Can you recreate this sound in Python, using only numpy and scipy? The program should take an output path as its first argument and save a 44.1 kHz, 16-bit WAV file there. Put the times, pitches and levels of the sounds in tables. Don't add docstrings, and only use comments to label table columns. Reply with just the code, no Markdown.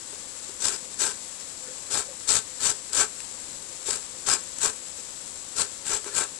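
import sys
import numpy as np
from scipy import signal
from scipy.fft import rfft, irfft, next_fast_len
from scipy.io import wavfile

SR = 44100
rng = np.random.default_rng(int(sys.argv[2]) if len(sys.argv) > 2 else 0)


def materialize(psi):
    bounded = np.clip(np.atleast_2d(psi).T, -1, 1)
    quanta = np.round(bounded * 32767).astype(np.int16)
    wavfile.write(sys.argv[1], SR, quanta)


N = 281779
TIME = np.arange(N) / SR

# pitch_hz, level_db (per Hz)
BURNER_SPECTRUM = [(20, -0.5), (65, 4), (130, 2), (280, 4), (450, -1), (680, -6), (1000, -1), (2000, -15.5),
                   (5000, -2), (12000, -24)]
# pitch_hz, width_hz, level_db (rms)
HOLLOW_TONES = [(511, 20, -61), (549.3, 4.4, -65.5), (1115, 46, -82.5)]
# middle_s, rise_db
PAN_SWELLS = [(.56, 0), (.865, 9.5), (1.7, 11), (2.1, 15)]
# pitch_hz, level_db (per Hz)
SIZZLE_SPECTRUM = [(100, -11.5), (700, -5.5), (2000, -4.5), (3000, -4), (4000, -0.5), (6000, -0.5),
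                   (8000, -1), (10500, -4), (11800, -16)]
# start_s, peak_db
FAT_SPITS = [(3.2038, -13.5), (4.8745, -26), (4.8833, -20), (5.1784, -27), (5.277, -18), (6.0437, -15)]
# middle_s, level_db
SOFT_BUMPS = [(0.132, -39.5), (0.496, -41), (.91, -47), (1.078, -38), (1.955, -33), (3.751, -44),
              (3.886, -36), (5.595, -33.5), (5.91, -35), (6.064, -35.5), (6.181, -36)]
# pitch_hz, width_hz, level_db, left_minus_right_db, growth_db_per_db (extra level per dB of push)
GRATER_MODES = [(407.3, 12, 0.5, -12.5, 0.1), (432, 32, 5.5, -2, -0.4), (511, 59, -4, 12, 0),
                (591, 43, -4.5, -3, 1), (744, 37, -7, -8, 1.1), (869, 93, 0, 3.5, 0.44),
                (1014, 45, -3.5, 13.5, 0.5), (1099, 55, -4, 11, 1.05), (1258, 21, -7, -15, 1.6),
                (1330, 49, 6.5, -7, 0.2), (1424, 86, -2, -6, -0.5), (1552, 41, 6, 5, 0.28),
                (1730, 17, -19, -1, -3), (2295, 156, -6, 8, 0.5)]
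# middle_s, body_level_db, half_length_s, scratch_db (relative to body)
LEMON_NUDGES = [(1.677, -53.5, .025, -13), (4.151, -52, 0.005, -10), (6.076, -39, 0.018, 1.5)]
# start_s, length_s, attack_s, release_s, cutting_level_db, body_level_db
LEMON_STROKES = [(0.606, 0.16, 0.05, .1, -25.5, -36), (0.988, 0.13, 0.027, 0.062, -25, -35.5),
                 (1.907, 0.12, 0.042, 0.054, -24, -34.5), (2.276, 0.12, 0.017, 0.024, -23.5, -35.5),
                 (2.606, 0.12, 0.047, 0.042, -22.5, -34.5), (2.932, 0.12, 0.045, 0.029, -22.5, -31.5),
                 (3.86, 0.12, 0.025, 0.043, -28, -38.5), (4.266, 0.1, .018, 0.027, -23, -32.5),
                 (4.608, 0.096, .028, 0.05, -24, -33), (5.562, 0.093, 0.02, 0.036, -26, -35.5),
                 (5.856, 0.13, 0.054, 0.031, -27.5, -35.5), (6.134, 0.12, 0.038, 0.049, -25.5, -33.5)]
# start_s, peak_db
PEEL_SNAGS = [(0.6544, -1.5), (0.6821, 0.5), (1.0594, -17), (2.3529, 3), (2.3872, -5), (2.6728, -4),
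              (2.7008, 0), (4.584, -9), (4.6575, 1.5), (5.6171, -0.5), (5.8651, -7), (5.964, -6),
              (6.2367, -7.5)]
# pitch_hz, level_db (per Hz)
TEARING_SPECTRUM = [(25, -4), (70, -3), (140, -6.5), (300, -9.5), (700, -10.5), (2000, -8), (3000, -3.5),
                    (4200, -0.5), (6000, -2), (8000, 0), (10500, -5), (11800, -17.5)]
# pitch_hz, width_hz, level_db (middle of its wander)
TEETH_RINGS = [(3690, 130, -9), (4400, 180, -9), (5090, 220, -6.5), (5980, 120, -3.5), (6500, 140, -15),
               (6880, 99, -12.5), (8330, 140, -16.5), (8880, 90, -9)]
# pitch_hz, gain_db
RIGHT_SHADE = [(30, -6), (70, -4), (150, -4.5), (400, -2), (1300, -3), (2200, -6), (3200, -9.5),
               (5000, -15.5), (7500, -14.5), (10500, -14)]

CUT_ENTRY_DB, CUT_EXIT_DB = -8.5, -11
BODY_ENTRY_DB, BODY_EXIT_DB = -9, -6.5
BODY_LAG_S = 0.0013
CUT_LANDING_DB_PER_S, CUT_LIFT_DB_PER_S = 2200, 2000
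BODY_LANDING_DB_PER_S, BODY_LIFT_DB_PER_S = 700, 1300
KITCHEN_T60_S = 0.28
PORT_HZ, PORT_WIDTH_HZ, PORT_DB = 7634, 684, 11.5
CUTOFF_HZ = 11700


def from_db(db):
    return 10 ** (np.asarray(db) / 20)


def rms_one(x):
    return x / np.sqrt(np.mean(x ** 2) + 1e-20)


def colour(x, spectrum):
    size = next_fast_len(N + 4096)
    hz = np.maximum(np.fft.rfftfreq(size, 1 / SR), 1)
    points_hz, points_db = np.transpose(spectrum)
    curve_db = np.interp(np.log(hz), np.log(points_hz), points_db)
    gain = from_db(curve_db) * (hz < SR / 3)
    return irfft(rfft(x, size) * gain, size)[..., :N]


def resonate(x, hz, width_hz):
    r = np.exp(-np.pi * width_hz / SR)
    feed = np.array([1, 0, -1]) * (1 - r * r) / 2
    feedback = [1, -2 * r * np.cos(2 * np.pi * hz / SR), r * r]
    return signal.lfilter(feed, feedback, x + 1e-18)


def drift(per_s):
    knots = rng.standard_normal(N // 8)
    return rms_one(np.interp(TIME * per_s, np.arange(len(knots)), knots))


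def grains(per_s, spread_db):
    sizes = from_db(spread_db * np.minimum(rng.exponential(1, N), 4))
    signs = rng.choice([-1, 1], N)
    happens = rng.random(N) < per_s / SR
    return rms_one(sizes * signs * happens)


def bursts(events, decay_s):
    envelope = np.zeros(N)
    for start_s, peak_db in events:
        age = np.clip((TIME - start_s) / decay_s, 0, 20)
        envelope += from_db(peak_db) * age * np.exp(1 - age)
    return envelope * rng.standard_normal(N)


def bell(middle_s, half_s):
    return np.exp(-.5 * ((TIME - middle_s) / half_s) ** 2)


def two_ports(draw, alike):
    shared = np.sqrt(alike) * draw()
    sides = np.array([draw(), draw()])
    return shared + np.sqrt(1 - alike) * sides


def reflections(x, t60_s, delay_s):
    age = TIME[:SR // 2]
    fade = from_db(-60 * age / t60_s) * (age > delay_s)
    echoes = rng.standard_normal((2, len(age))) * fade
    echoes /= np.sqrt(np.sum(echoes ** 2, axis=1, keepdims=True))
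    return signal.fftconvolve(np.atleast_2d(x), echoes, axes=1)[:, :N]


def burner(flame_db=-50.5, waver_db=0.6, hollow_right_db=-4.5):
    flame = two_ports(lambda: rng.standard_normal(N), alike=0.75)
    flame_gain = from_db(flame_db + waver_db * drift(per_s=6.2))
    murmur = flame_gain * rms_one(colour(flame, BURNER_SPECTRUM))
    tones = [from_db(db) * rms_one(resonate(flame, hz, width)) for hz, width, db in HOLLOW_TONES]
    *pan_tones, hob_tone = tones
    swell = from_db(sum(db * bell(s, half_s=0.028) for s, db in PAN_SWELLS))
    hollow = swell * sum(pan_tones) + hob_tone
    return murmur + hollow * from_db([[0], [hollow_right_db]])


def frying(sizzle_db=-41.0, flutter_db=0.58, spit_db=-11.5):
    bubbles = two_ports(lambda: grains(per_s=9000, spread_db=3.0), alike=0.051)
    fizz = rms_one(colour(bubbles, SIZZLE_SPECTRUM))
    flutter = from_db(sizzle_db + flutter_db * drift(per_s=60))
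    spits = from_db(spit_db) * colour(bursts(FAT_SPITS, decay_s=0.00075), SIZZLE_SPECTRUM)
    return flutter * fizz + spits


def grater_body(push, usual_db=-39.5):
    tugs = push * two_ports(lambda: grains(per_s=1800, spread_db=2.5), alike=0.89)
    push_db = 20 * np.log10(push + 1e-9)
    force_db = np.maximum(push_db - usual_db, -12)
    ringing, power = np.zeros((2, N)), 0
    for hz, width, db, left_minus_right_db, growth in GRATER_MODES:
        drive = tugs * from_db(growth * force_db)
        sides_db = np.array([[left_minus_right_db], [-left_minus_right_db]]) / 2
        ringing += resonate(drive, hz, width) * from_db(db + sides_db)
        power += from_db(db) ** 2 * np.pi * width / SR
    return ringing / np.sqrt(power)


def handling(soft_hz=550, contact_s=0.0034, bump_db=5.0):
    push = sum(from_db(db) * bell(s, contact_s) for s, db in SOFT_BUMPS)
    low_pass = signal.butter(2, soft_hz, fs=SR, output="sos")
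    return from_db(bump_db) * signal.sosfilt(low_pass, grater_body(push))


def stroke_shape(age, length, attack, release, entry_db, exit_db, landing_db_per_s, lift_db_per_s):
    pressing = entry_db * np.clip(1 - age / attack, 0, 1)
    easing = exit_db * np.clip(1 - (length - age) / release, 0, 1)
    before = landing_db_per_s * np.maximum(-age, 0)
    after = lift_db_per_s * np.maximum(age - length, 0)
    return pressing + easing - before - after


def stroke_gains():
    cutting, shaking = np.zeros(N), np.zeros(N)
    for start, length, attack, release, cut_db, body_db in LEMON_STROKES:
        near = np.abs(TIME - start) < .5
        age = TIME[near] - start
        cut_shape = stroke_shape(age, length, attack, release, CUT_ENTRY_DB, CUT_EXIT_DB,
                                 CUT_LANDING_DB_PER_S, CUT_LIFT_DB_PER_S)
        body_shape = stroke_shape(age - BODY_LAG_S, length, attack, release, BODY_ENTRY_DB, BODY_EXIT_DB,
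                                  BODY_LANDING_DB_PER_S, BODY_LIFT_DB_PER_S)
        cutting[near] += from_db(cut_db + cut_shape)
        shaking[near] += from_db(body_db + body_shape)
    return cutting, shaking


def add_nudges(cutting, shaking):
    for middle_s, db, half_s, scratch_db in LEMON_NUDGES:
        touch = from_db(db) * bell(middle_s, half_s)
        shaking = shaking + touch
        cutting = cutting + from_db(scratch_db) * touch
    return cutting, shaking


def teeth_ring(crackle, shift_db=15.0):
    rings = np.zeros((2, N))
    for hz, width, db in TEETH_RINGS:
        gain = from_db(db + shift_db * np.tanh(drift(per_s=32)))
        rings += gain * resonate(crackle, hz, width)
    return rms_one(crackle + rings)


def grating(tear_db=-0.6, snag_db=-16.5, body_db=-2.5, judder_db=3.5, body_judder_db=1.5, row_db=1.0):
    cutting, shaking = add_nudges(*stroke_gains())
    cutting = cutting * from_db(row_db * drift(per_s=120))
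    slip = np.tanh(drift(per_s=330))
    tears = two_ports(lambda: grains(per_s=12000, spread_db=1.84), alike=0.085)
    crackle = teeth_ring(colour(tears, TEARING_SPECTRUM))
    judder = rms_one(from_db(judder_db * slip))
    tearing = from_db(tear_db) * cutting * judder * crackle
    snags = from_db(snag_db) * colour(bursts(PEEL_SNAGS, decay_s=0.0016), TEARING_SPECTRUM)
    body_judder = rms_one(from_db(body_judder_db * slip))
    body = from_db(body_db) * grater_body(shaking * body_judder)
    return tearing + snags + body


def scene(room_db=-14.0):
    near = frying() + handling() + grating()
    echoes = from_db(room_db) * reflections(near, t60_s=KITCHEN_T60_S, delay_s=0.01)
    return burner() + near + echoes


def record(dry):
    left = dry[0] + from_db(PORT_DB) * resonate(dry[0], PORT_HZ, PORT_WIDTH_HZ)
    right = colour(dry[1], RIGHT_SHADE)
    low_pass = signal.ellip(12, .1, 90, CUTOFF_HZ, fs=SR, output="sos")
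    return signal.sosfilt(low_pass, np.array([left, right]))


dry = scene()
out = record(dry)
materialize(out)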